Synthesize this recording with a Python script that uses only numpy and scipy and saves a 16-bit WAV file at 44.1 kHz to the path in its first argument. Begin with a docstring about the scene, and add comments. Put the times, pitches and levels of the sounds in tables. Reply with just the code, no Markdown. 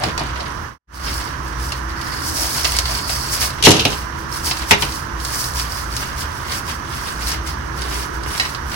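"""In a small room, close to a stereo microphone, two hands rub and crumble a block of gym chalk over a table.
Each rubbing stroke is shaped noise: powder hisses, grit crunches and crumbs tick. Flakes snap in short noise bursts.
A few lumps drop and shatter; their blows set the table top ringing, and it booms softly.
A fan, made of filtered noise, blows on the right over rumble and a wavering hum.
Early on the whole sound fades almost to silence and returns."""
import sys
import numpy as np
from scipy import signal
from scipy.fft import rfft, irfft
from scipy.io import wavfile

SR = 44100
rng = np.random.default_rng(int(sys.argv[2]) if len(sys.argv) > 2 else 0)


def put_to_file(sound):
    """Save the sound as 16-bit audio at rate SR, in the file named by the first command-line argument."""
    columns = np.atleast_2d(sound).T  # one column per channel
    safe = np.clip(columns, -1, 1)
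    whole_steps = np.round(safe * 32767)
    wavfile.write(sys.argv[1], SR, whole_steps.astype(np.int16))


N = 385875  # length in samples

# All table levels are relative; the functions add their own gains.
# wavering hum tones of the motor: (f/Hz, level/dB)
HUM_TONES = [(59.3, -38), (328, -50.5)]
# noise spectra of the rumble, the air and the fan: (f/Hz, level/dB)
RUMBLE_SPECTRUM = [(20, -27), (40, -4), (58, 1.5), (80, 6), (97, -7.5), (125, 1.5), (165, -9), (250, -12.5),
                   (330, -12), (470, -24.5), (900, -43), (2500, -57)]
AIR_SPECTRUM = [(100, -1.5), (330, -2), (480, -3.5), (800, -7), (2000, -21), (3500, -27.5), (6500, -29),
                (9000, -32), (16000, -50)]
FAN_SPECTRUM = [(500, -29), (780, -14), (980, 0), (1300, -3), (1650, -3.5), (2000, -11.5), (2500, -21),
                (2900, -18), (3700, -25.5), (4700, -25), (6000, -18), (7500, -40)]

# finger strokes over the block: (start t/s, length t/s, fine powder level/dB, coarse grit level/dB)
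FINGER_STROKES = [(0, 0.1, -39, -29), (0.197, 0.085, -56, -28), (0.342, 0.091, -65, -32),
                  (0.45, 0.085, -48, -36), (0.946, 0.019, -27, -25), (1.009, 0.27, -31.5, -33.5),
                  (1.437, 0.1, -44, -38), (1.587, 0.12, -34, -34.5), (1.73, 0.06, -35, -40),
                  (1.89, 0.018, -38, -32), (1.995, 0.39, -35.5, -39), (2.224, 0.37, -26, -35),
                  (2.375, 0.079, -23, -32), (2.52, 0.29, -24, -30.5), (2.858, 0.15, -25.5, -31),
                  (2.993, 0.099, -36, -39), (3.078, 0.089, -22.5, -31), (3.163, 0.21, -28.5, -35.5),
                  (3.323, 0.04, -17.5, -22.5), (3.41, 0.038, -14, -21), (3.476, 0.42, -42, -38),
                  (3.838, 0.19, -34, -38), (4.185, 0.04, -35.5, -47), (4.319, 0.08, -28.5, -31.5),
                  (4.454, 0.041, -16, -21.5), (4.548, 0.09, -30.5, -30), (4.693, 0.023, -19.5, -24.5),
                  (4.809, 0.052, -22, -30), (4.894, 0.12, -31, -42), (5.206, 0.1, -30.5, -37.5),
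                  (5.318, 0.17, -23.5, -33), (5.546, 0.098, -25.5, -27.5), (5.69, 0.15, -31, -34.5),
                  (5.905, 0.2, -32.5, -32), (6.176, 0.052, -25.5, -31), (6.267, 0.24, -39, -45),
                  (6.49, 0.1, -27, -31), (6.664, 0.07, -30, -34), (6.894, 0.17, -34.5, -35),
                  (7.048, 0.1, -32, -31), (7.193, 0.075, -30, -31.5), (7.268, 0.061, -21.5, -19.5),
                  (7.46, 0.052, -31, -31), (7.772, 0.092, -35, -32.5), (7.885, 0.17, -31, -32),
                  (8.14, 0.029, -36, -46), (8.273, 0.17, -30, -29.5), (8.406, 0.14, -36, -38),
                  (8.688, 0.24, -32, -28.5)]
# flat fingers sweeping the block's face: (start t/s, length t/s, level/dB)
FLAT_SWEEPS = [(1.02, 0.25, -38.5), (1.99, 0.51, -37.5), (2.58, 0.74, -35.5)]
# narrow resonances of the rasp: (f/Hz, width f/Hz, level/dB)
RASP_RESONANCES = [(4500, 280, 1.5), (4950, 410, 0), (5240, 390, -4)]
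# noise spectra of powder and grit: (f/Hz, level/dB)
POWDER_SPECTRUM = [(300, -15.5), (1000, 0.5), (2000, -10.5), (3200, -8.5), (5500, 4), (7200, -0.5),
                   (9000, -0.5), (11000, 1), (16000, 0)]
GRIT_SPECTRUM = [(150, 3), (600, 2), (1500, 6), (2300, 5), (3600, 2.5), (5500, -8), (8000, -13.5),
                 (16000, -39)]
# ringing modes of the chalk block in the hand: (f/Hz, level/dB, time to fall 60 dB t/s)
BLOCK_MODES = [(662, -15, 0.044), (1920, 2, 0.047), (2210, -3, .04), (2650, -1.5, 0.027),
               (2960, -6.5, 0.04), (4000, -3, 0.073), (4160, -7, 0.031), (4950, -5.5, 0.045),
               (5980, -15, .045)]
# soft hollow crunches: fingers pressing or shifting the block, a fallen lump packing into powder:
# (centre t/s, level/dB, half-length t/s, hollow pitch f/Hz)
SOFT_CRUNCHES = [(0.04, -24, 0.027, 704), (0.208, -27, 0.016, 754), (0.41, -28, 0.011, 650),
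                 (2.072, -33.5, 0.15, 1670), (2.28, -36, 0.17, 282), (2.4, -33.5, 0.045, 655),
                 (2.91, -31.5, 0.018, 680), (3.10, -35, 0.028, 650), (3.444, -33, 0.023, 654),
                 (3.677, -12.5, 0.011, 620), (3.859, -13.5, 0.0039, 654), (7.922, -36.5, 0.25, 348)]

# flakes snapping off: (t/s, level/dB, treble relative to the middle level/dB, clink of the block level/dB)
FLAKE_SNAPS = [(0.036, -13, -5.5, -27), (0.177, -17.5, 1, -30), (0.193, -21, -2, -40),
               (0.357, -30, -6, -36), (0.404, -22, -12.5, -32), (1.72, -16, -1, -29.5),
               (2.013, -26, 5, -42), (2.067, -33, -1, -35), (2.3555, -29, 7, -40), (2.375, -23, 6, -38),
               (2.58, -19, 3, -36), (2.61, -24, 7, -40), (2.645, -10.5, -1, -30), (2.65, -12.5, -6, -30),
               (2.719, -17, 5, -36), (2.766, -19.5, 12, -36), (2.7865, -10.5, 8, -32),
               (2.854, -15, -10, -34), (2.879, -25, 5, -34), (2.91, -22, 3, -34), (2.952, -24, 3, -38),
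               (2.985, -22, 0, -38), (3.093, -17, -4, -32), (3.281, -31, 11, -44), (3.503, -23, -1, -38),
               (4.511, -11.5, -15, -33), (4.569, -22, -3, -40), (4.593, -25, 4, -42),
               (4.619, -21, -10, -34), (4.887, -25, -4, -40), (4.922, -26.5, 9, -42), (4.957, -33, 13, -46),
               (5.2, -29, 8, -46), (5.2488, -23.5, 13, -36), (5.336, -25, 3, -38), (5.44, -25, 12, -40),
               (5.596, -16.5, 2, -40), (5.965, -23, 13.5, -42), (6.207, -29, 9, -42), (6.518, -23, 9, -42),
               (6.712, -26.5, 6, -42), (7.316, -22, 9, -32), (7.473, -28, 9, -46), (7.818, -20, 3.5, -40),
               (8.234, -31, 8, -46), (8.377, -21.5, 7, -40), (8.398, -15, -2, -11.5),
               (8.407, -22, -10, -21), (8.452, -22, -5, -23), (8.547, -21.5, -7, -32)]
# noise spectrum of a snap: (f/Hz, level/dB)
SNAP_SPECTRUM = [(200, -19), (700, 7.5), (1500, 0), (2600, 4.5), (4500, 5.5), (6500, -0.5), (10000, -7.5),
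                 (16000, -13.5)]

# lumps landing and the block being bumped: (t/s, shatter level/dB, knock level/dB, thud level/dB,
# crumbling time to fall 60 dB t/s, treble relative to the middle level/dB, lump pitch f/Hz)
LUMP_FALLS = [(0.0365, -35, -14, -16, 0.04, 0, 2000), (0.067, -44, -33, -18, .1, 0, 2500),
              (0.178, -32, -16, -30, .03, 2, 2000), (0.207, -33, -20, -22.5, 0.049, -3, 2500),
              (3.625, -10, -18, -40, 0.05, 4, 3000), (3.638, -7, -26, -17, 0.16, 1, 3350),
              (3.65, -5, -19, -23, 0.15, 1, 2900), (3.659, -4.5, -22, -23, 0.088, -1, 3800),
              (3.668, -24, -0.5, 5.5, 0.05, 0, 2500), (3.686, -15, -23, -21, 0.067, 10, 4300),
              (3.706, -8, -27, -32, 0.059, 5, 5400), (3.715, -6, -26, -35, 0.06, -4, 5370),
              (3.738, -17.5, -28, -16.5, 0.45, -1, 3400), (3.754, -25, -19, -27, 0.033, -7, 5200),
              (3.766, -18, -24, -29, 0.073, -7, 2700), (3.795, -9, -35, -19.5, 0.099, -22, 3100),
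              (3.852, -3.5, -27, -8.5, 0.018, -9, 2850), (3.861, -21, -28, -28, .06, -2, 3400),
              (3.902, -26.5, -39, -23, 0.11, 7.5, 4500), (3.928, -19.5, -20, -41, 0.028, -9, 3070),
              (4.7094, -1, 4, -22, 0.043, 0.5, 2100), (4.715, -8.5, -8.5, -12, 0.1, -6, 2850),
              (4.8222, -10, -15, -37, 0.033, -4, 3050), (4.826, -23, -15, -23, 0.058, 1, 2450),
              (8.2612, -40, -19, -46, 0.02, -2, 2500)]
# ringing modes of the table top: (f/Hz, level/dB, time to fall 60 dB t/s)
TABLE_MODES = [(140.5, 0, 0.12), (196.6, -13, 0.26), (327, -4.5, 0.11), (411.5, 1.5, 0.21),
               (560, -3, 0.056), (754, -10, 0.12), (860, -2.5, 0.083), (966, -0.5, 0.12), (1507, -12, .2),
               (1820, -12, 0.16), (2090, -3.5, 0.098), (2400, -2, 0.098), (2500, -20, 0.15),
               (2930, -9, .18), (3483, -11.5, .14)]
# noise spectra of shattering, knocking and thudding: (f/Hz, level/dB)
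SHATTER_SPECTRUM = [(300, -18), (1800, -14), (2800, 2.5), (4000, 0), (6000, -0.5), (8000, -10),
                    (11000, -8.5), (16000, -36)]
KNOCK_SPECTRUM = [(80, -10), (290, -26), (410, 1.5), (620, -8.5), (920, 12), (1300, -2), (1800, 3.5),
                  (2400, 5), (5000, -24), (12000, -33)]
THUD_SPECTRUM = [(40, -28.5), (90, 7.5), (135, 6), (190, 1.5), (320, 5.5), (430, 0), (640, -2.5),
                 (1200, -10.5), (4000, -39)]

# resonances of the right microphone port: (f/Hz, width f/Hz, boost level/dB)
PORT_RESONANCES = [(1110, 1100, -2.5), (4676, 380, 7.5), (5460, 880, 6)]

# time scales of a stroke's smooth start and end
STROKE_ATTACK_S, STROKE_RELEASE_S = 0.0097, 0.016
STROKE_EASE = 0.055  # share of the stroke's length added to both
# faint rustle of the holding hand, under the strokes
HOLD_POWDER_DB, HOLD_GRIT_DB = -50, -48
# bright flakes die away sooner: the t60 halves for this much more treble
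SNAP_T60_S, SNAP_HALVING_DB = 0.048, 40
# range of crumb pitches; each tick falls 60 dB in this many cycles
CRUMB_LOW_HZ, CRUMB_HIGH_HZ, CRUMB_CYCLES = 4300, 14500, 28
# the thud comes just after the contact and leaves a low boom
THUD_LAG_S, BOOM_T60_S = 0.00296, 0.3
FADE_OUT_START_S, FADE_OUT_END_S, FADE_IN_START_S, FADE_IN_END_S = 0.64, 0.785, 0.87, 1.054
FADE_CURVE, FADE_FLOOR_DB = 1.3, -64
CUTOFF_HZ = 15880


def from_db(db):
    """Turn decibels into a gain."""
    return 10 ** (np.asarray(db) / 20)


def rms_one(x):
    """Scale to unit power."""
    return x / np.sqrt(np.mean(x ** 2) + 1e-20)


def drift(rate_hz):
    """Slow random wandering around zero with unit power, made by smoothing noise."""
    r = np.exp(-80 * np.pi * rate_hz / SR)
    noise = rng.standard_normal(N // 40 + 2002)  # one value per 40 samples
    slow = signal.lfilter([1], [1, -2 * r, r * r], noise)[2000:]
    return np.interp(np.arange(N) / 40, np.arange(len(slow)), rms_one(slow))


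def colour(x, spectrum, size=8192):
    """Filter to the given spectrum with no sound ahead of the input; white noise keeps its power."""
    table_hz, table_db = np.transpose(spectrum)
    hz = np.arange(size // 2 + 1) * SR / size
    gain = rms_one(from_db(np.interp(np.log(hz + 1), np.log(table_hz), table_db)))
    # folding the cepstrum makes the filter minimum-phase
    cepstrum = irfft(np.log(gain))[:size // 2]
    cepstrum[1:] *= 2
    response = irfft(np.exp(rfft(cepstrum, size)))
    return signal.oaconvolve(np.atleast_2d(x), response[None], axes=1)[:, :N]


def two_bands(low, high, split_hz):
    """Join the bass and middle of one sound to the treble of another."""
    lowpass = signal.butter(2, split_hz, "low", fs=SR, output="sos")
    highpass = signal.butter(2, split_hz, "high", fs=SR, output="sos")
    return signal.sosfilt(lowpass, low) + signal.sosfilt(highpass, high)


def ring(force, hz, t60):
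    """One ringing mode: a unit click starts a dying sine of height about 1."""
    r, w = from_db(-60 / (t60 * SR)), 2 * np.pi * hz / SR
    return signal.lfilter([0, np.sin(w)], [1, -2 * r * np.cos(w), r * r], force + 1e-18)


def body(force, modes):
    """Let one force ring all modes of an object, with alternating signs."""
    out = 0
    for k, (hz, db, t60) in enumerate(modes):
        out = out + (-1) ** k * from_db(db) * ring(force, hz, t60)
    return out


def grains(per_s, spread_db):
    """Tiny fractures at random moments and of random size, radiating unevenly to the two sides."""
    sizes = from_db(spread_db * np.minimum(rng.exponential(1, N), 5))
    happens = rng.random(N) < per_s / SR
    return rms_one(sizes * happens * rng.standard_normal((2, N)))


def bursts(times, levels_db, t60s, crack_db=4, crack_t60=0.017, rise_s=0.00018, per_s=30000):
    """Each break opens with a hard crack, then an avalanche of fractures dies away."""
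    envelope, t = np.zeros(N), np.arange(SR // 2) / SR
    for s, db, t60 in zip(times, levels_db, t60s):
        at = round(s * SR)
        shape_db = np.maximum(-60 * t / t60, crack_db - 60 * t / crack_t60)
        burst = from_db(db + shape_db) * (1 - np.exp(-t / rise_s))
        envelope[at:at + len(t)] += burst[:N - at]
    return envelope * grains(per_s=per_s, spread_db=2.0)


def taps(times, levels_db, lag_s=0.0003):
    """Single hard contacts as clicks, reaching the left microphone a little after the right."""
    out = np.zeros((2, N))
    for s, db in zip(times, levels_db):
        out[0, round((s + lag_s) * SR)] += from_db(db)
        out[1, round(s * SR)] += from_db(db)
    return out


def strokes(starts, lengths, levels_db, rest_db=-90):
    """Loudness of overlapping strokes: each swells, holds while the finger slides and dies away."""
    t, power = np.arange(0, N, 40) / SR, from_db(rest_db) ** 2
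    for s, length, db in zip(starts, lengths, levels_db):
        attack = STROKE_ATTACK_S + STROKE_EASE * length
        release = STROKE_RELEASE_S + STROKE_EASE * length
        grip = .5 + .5 * np.tanh(.5 * (t - s) / attack)
        let_go = .5 + .5 * np.tanh(.5 * (s + length - t) / release)
        power = power + (from_db(db) * grip * let_go) ** 2
    return np.interp(np.arange(N) / SR, t, np.sqrt(power))


def slips(per_s, t60, depth):
    """The finger catches and slips at uneven moments; each slip sheds a quickly dying puff."""
    jerks = (rng.random(N) < per_s / SR) * rng.uniform(.3, 1, N)
    puffs = signal.lfilter([1], [1, -from_db(-60 / (t60 * SR))], jerks + 1e-18)
    return rms_one(1 - depth + depth * rms_one(puffs))


def crumbs(per_s, spread_db, count=18):
    """Crumbs crack at random moments, each ticking at one of a set of pitches; unit power."""
    ticks, dealt = grains(per_s, spread_db), rng.integers(0, count, N)
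    out = 0
    for k, hz in enumerate(np.geomspace(CRUMB_LOW_HZ, CRUMB_HIGH_HZ, count)):
        out = out + ring(ticks * (dealt == k), hz, CRUMB_CYCLES / hz)
    return rms_one(out)


def background(rumble_db=-31.0, air_db=-36, fan_db=-25.5, fan_left_db=-15, waver_db=11.0, wander=0.93):
    """Rumble and a wavering hum reach both sides alike; the fan's hollow rush comes from the right."""
    rumble = from_db(rumble_db) * colour(rng.standard_normal(N), RUMBLE_SPECTRUM)
    air = from_db(air_db) * colour(rng.standard_normal((2, N)), AIR_SPECTRUM)
    fan = from_db(fan_db) * colour(rng.standard_normal((2, N)), FAN_SPECTRUM)
    fan = fan * from_db([[fan_left_db], [0]])
    t, hum = np.arange(N) / SR, 0
    for hz, db in HUM_TONES:
        swell, phase_drift = np.tanh(drift(3)), drift(3)
        tone = np.sin(2 * np.pi * hz * t + wander * phase_drift)
        hum = hum + np.sqrt(2) * from_db(db + waver_db * swell) * tone
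    return rumble + air + fan + hum


def rubbing(powder_gain_db=0.67, grit_gain_db=0, crumb_gain_db=-6, block_db=-41, judder_db=1.5, clump_db=1.3):
    """Skin shears off hissing powder, grit rolls in clumps and single crumbs crackle under the fingers."""
    s, length, powder_db, grit_db = np.transpose(FINGER_STROKES)
    shearing = strokes(s, length, powder_db, HOLD_POWDER_DB)
    rolling = strokes(s, length, grit_db, HOLD_GRIT_DB)
    catching = slips(per_s=70, t60=0.076, depth=0.62)
    powder = grains(per_s=20000, spread_db=0.0) * shearing * slips(per_s=120, t60=0.073, depth=0.19)
    powder = powder * from_db(powder_gain_db + judder_db * drift(19))
    rasp = rasping() * strokes(*np.transpose(FLAT_SWEEPS)) * catching
    grit = grains(per_s=12000, spread_db=0.5) * rolling * catching
    grit = grit * from_db(grit_gain_db + clump_db * drift(32))
    crackle = crumbs(per_s=300, spread_db=1.3) * np.sqrt(rolling * shearing) * from_db(crumb_gain_db)
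    block = from_db(block_db) * body(grit, BLOCK_MODES)
    return colour(powder, POWDER_SPECTRUM) + rasp + colour(grit, GRIT_SPECTRUM) + crackle + block


def soft_crunching(width=1.173):
    """Packing powder gives soft crunches: grains in a narrow hollow band swell and die away."""
    t, out = np.arange(N) / SR, 0
    packing = grains(per_s=3700, spread_db=-1.5)
    for s, db, half_length, hz in SOFT_CRUNCHES:
        hollow = signal.butter(2, [hz / width, hz * width], "band", fs=SR, output="sos")
        swell = from_db(db) * np.exp(-((t - s) / half_length) ** 2 / 2)
        out = out + swell * rms_one(signal.sosfilt(hollow, packing))
    return out


def snapping(gain_db=-1, block_db=-41, split_hz=6000, rise_s=0.00071):
    """Flakes crack off: thin ones are brighter and shorter, and the block recoils with a brittle clink."""
    s, db, treble_db, clink_db = np.transpose(FLAKE_SNAPS)
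    t60 = SNAP_T60_S * 2 ** (-treble_db / SNAP_HALVING_DB)
    middle = bursts(s, db, t60, rise_s=rise_s)
    treble = bursts(s, db + treble_db, t60, rise_s=rise_s)
    cracks = two_bands(middle, treble, split_hz)
    recoil = taps(s, clink_db, lag_s=0.00022)
    clink = body(from_db(block_db) * cracks + recoil, BLOCK_MODES)
    return from_db(gain_db) * colour(cracks, SNAP_SPECTRUM) + clink


def falling(ring_db=-43, tap_db=-19, shatter_gain_db=-3, knock_gain_db=-3.5, split_hz=5500):
    """A lump raps on the table top, sets it ringing and shatters."""
    s, shatter_db, knock_db, _, t60, treble_db, _ = np.transpose(LUMP_FALLS)
    middle = bursts(s, shatter_db + shatter_gain_db, t60, per_s=6000)
    treble = bursts(s, shatter_db + treble_db + shatter_gain_db, t60, per_s=6000)
    shatter = colour(two_bands(middle, treble, split_hz), SHATTER_SPECTRUM)
    knock = bursts(s, knock_db + knock_gain_db, t60)
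    force = from_db(ring_db) * (knock + .5 * shatter) + taps(s, knock_db + tap_db, lag_s=0.000075)
    return shatter + lump_rings() + colour(knock, KNOCK_SPECTRUM) + body(force, TABLE_MODES)


def lump_rings(gain_db=-4, t60=0.043, overtone=1.33, overtone_db=-4, width=0.1):
    """Each lump chinks at two pitches, made rough by using narrow bands of dying noise."""
    out, t = np.zeros((2, N)), np.arange(SR // 6) / SR
    for s, db, *_, hz in LUMP_FALLS:
        at = round(s * SR)
        for pitch, part_db in ((hz, 0), (hz * overtone, overtone_db)):
            edges = [pitch * (1 - width / 2), pitch * (1 + width / 2)]
            band = signal.butter(1, edges, "band", fs=SR, output="sos")
            chink = rms_one(signal.sosfilt(band, rng.standard_normal((2, len(t)))))
            out[:, at:at + len(t)] += chink * from_db(db + gain_db + part_db - 60 * t / t60)
    return out


def debris(gain_db=-25, t60=0.31):
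    """Crumbs from each burst lump skitter dryly over the table, fading after each fall."""
    s, shatter_db, *_ = np.transpose(LUMP_FALLS)
    hits = taps(s, shatter_db)[1] ** 2
    power = signal.lfilter([1], [1, -from_db(-60 / (t60 * SR)) ** 2], hits + 1e-18)
    return from_db(gain_db) * np.sqrt(power) * crumbs(per_s=350, spread_db=-1.5)


def thudding(blow_db=11, boom_db=-15.5, push_db=-4, soft_hz=250):
    """A lump's weight gives one soft push; the table top swings and booms on, alike on both sides."""
    s, _, _, thud_db, *_ = np.transpose(LUMP_FALLS)
    late, boom_t60 = s + THUD_LAG_S, np.full(len(s), BOOM_T60_S)
    blows = taps(late, thud_db)[1]
    boom = bursts(late, thud_db + boom_db, boom_t60, crack_db=10.5, crack_t60=0.12)[0]
    push = signal.sosfilt(signal.butter(2, soft_hz, fs=SR, output="sos"), blows + 1e-18)
    swing = from_db(push_db) * body(push, TABLE_MODES)
    return colour(from_db(blow_db) * blows + boom, THUD_SPECTRUM) + swing


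def rasping(waver_db=3.5):
    """Skin chatters in a few narrow resonances that randomly come and go; unit power."""
    chatter, out = grains(per_s=5200, spread_db=-1.0), 0
    for hz, width, db in RASP_RESONANCES:
        band = signal.butter(2, [hz - width / 2, hz + width / 2], "band", fs=SR, output="sos")
        out = out + signal.sosfilt(band, chatter) * from_db(db + waver_db * drift(11))
    return rms_one(out)


def room(x, tail_db, t60=0.21, low_hz=250, dull_hz=5000):
    """Add a short dull tail of dying noise to the direct sound, unrelated on each side."""
    t = np.arange(SR // 3) / SR
    walls = signal.butter(2, [low_hz, dull_hz], "band", fs=SR, output="sos")
    tail = signal.sosfilt(walls, rng.standard_normal((2, len(t))))
    tail = tail * from_db(-60 * t / t60) * (t > .003)  # the tail starts after 3 ms
    echo = signal.oaconvolve(x, rms_one(tail) / np.sqrt(len(t)), axes=1)[:, :N]
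    return x + from_db(tail_db) * echo


def shared_treble(x, share=0.86, lag_s=0.00011, above_hz=6500):
    """The finest hiss is partly the same at both microphones and reaches the left one first."""
    highpass = signal.butter(2, above_hz, "high", fs=SR, output="sos")
    treble = signal.sosfiltfilt(highpass, x)
    t = np.arange(N) / SR
    late = np.interp(t - lag_s, t, treble[0])
    right = x[1] + share * late + (np.sqrt(1 - share ** 2) - 1) * treble[1]
    return np.array([x[0], right])


def right_port(x):
    """The right microphone's port resonates, changing the level around a few pitches."""
    right = x[1]
    for hz, width, db in PORT_RESONANCES:
        peak = signal.lfilter(*signal.iirpeak(hz, hz / width, fs=SR), right)
        right = right + (from_db(db) - 1) * peak
    return np.array([x[0], right])


def fade():
    """Gain of the brief fade almost to silence and back."""
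    t = np.arange(N) / SR
    corners = [FADE_OUT_START_S, FADE_OUT_END_S, FADE_IN_START_S, FADE_IN_END_S]
    ramp = np.interp(t, corners, [1, 0, 0, 1])
    return np.maximum(ramp ** FADE_CURVE, from_db(FADE_FLOOR_DB))


def scene():
    """Mix the chalk handling, the slightly more echoing table, the dry debris and the background."""
    chalk = room(rubbing() + snapping() + soft_crunching(), tail_db=-10.5)
    chalk = right_port(shared_treble(chalk))
    table = room(falling() + thudding(), tail_db=-9.5)
    return chalk + table + debris() + background()


def record(dry, gain_db=-0.36):
    """Apply the brief fade, clip any peaks that overload and cut the highest treble."""
    clipped = np.clip(dry * from_db(gain_db) * fade(), -1, 1)
    top_cut = signal.ellip(10, .05, 60, CUTOFF_HZ, fs=SR, output="sos")
    return signal.sosfiltfilt(top_cut, clipped)


dry = scene()
out = record(dry)
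put_to_file(out)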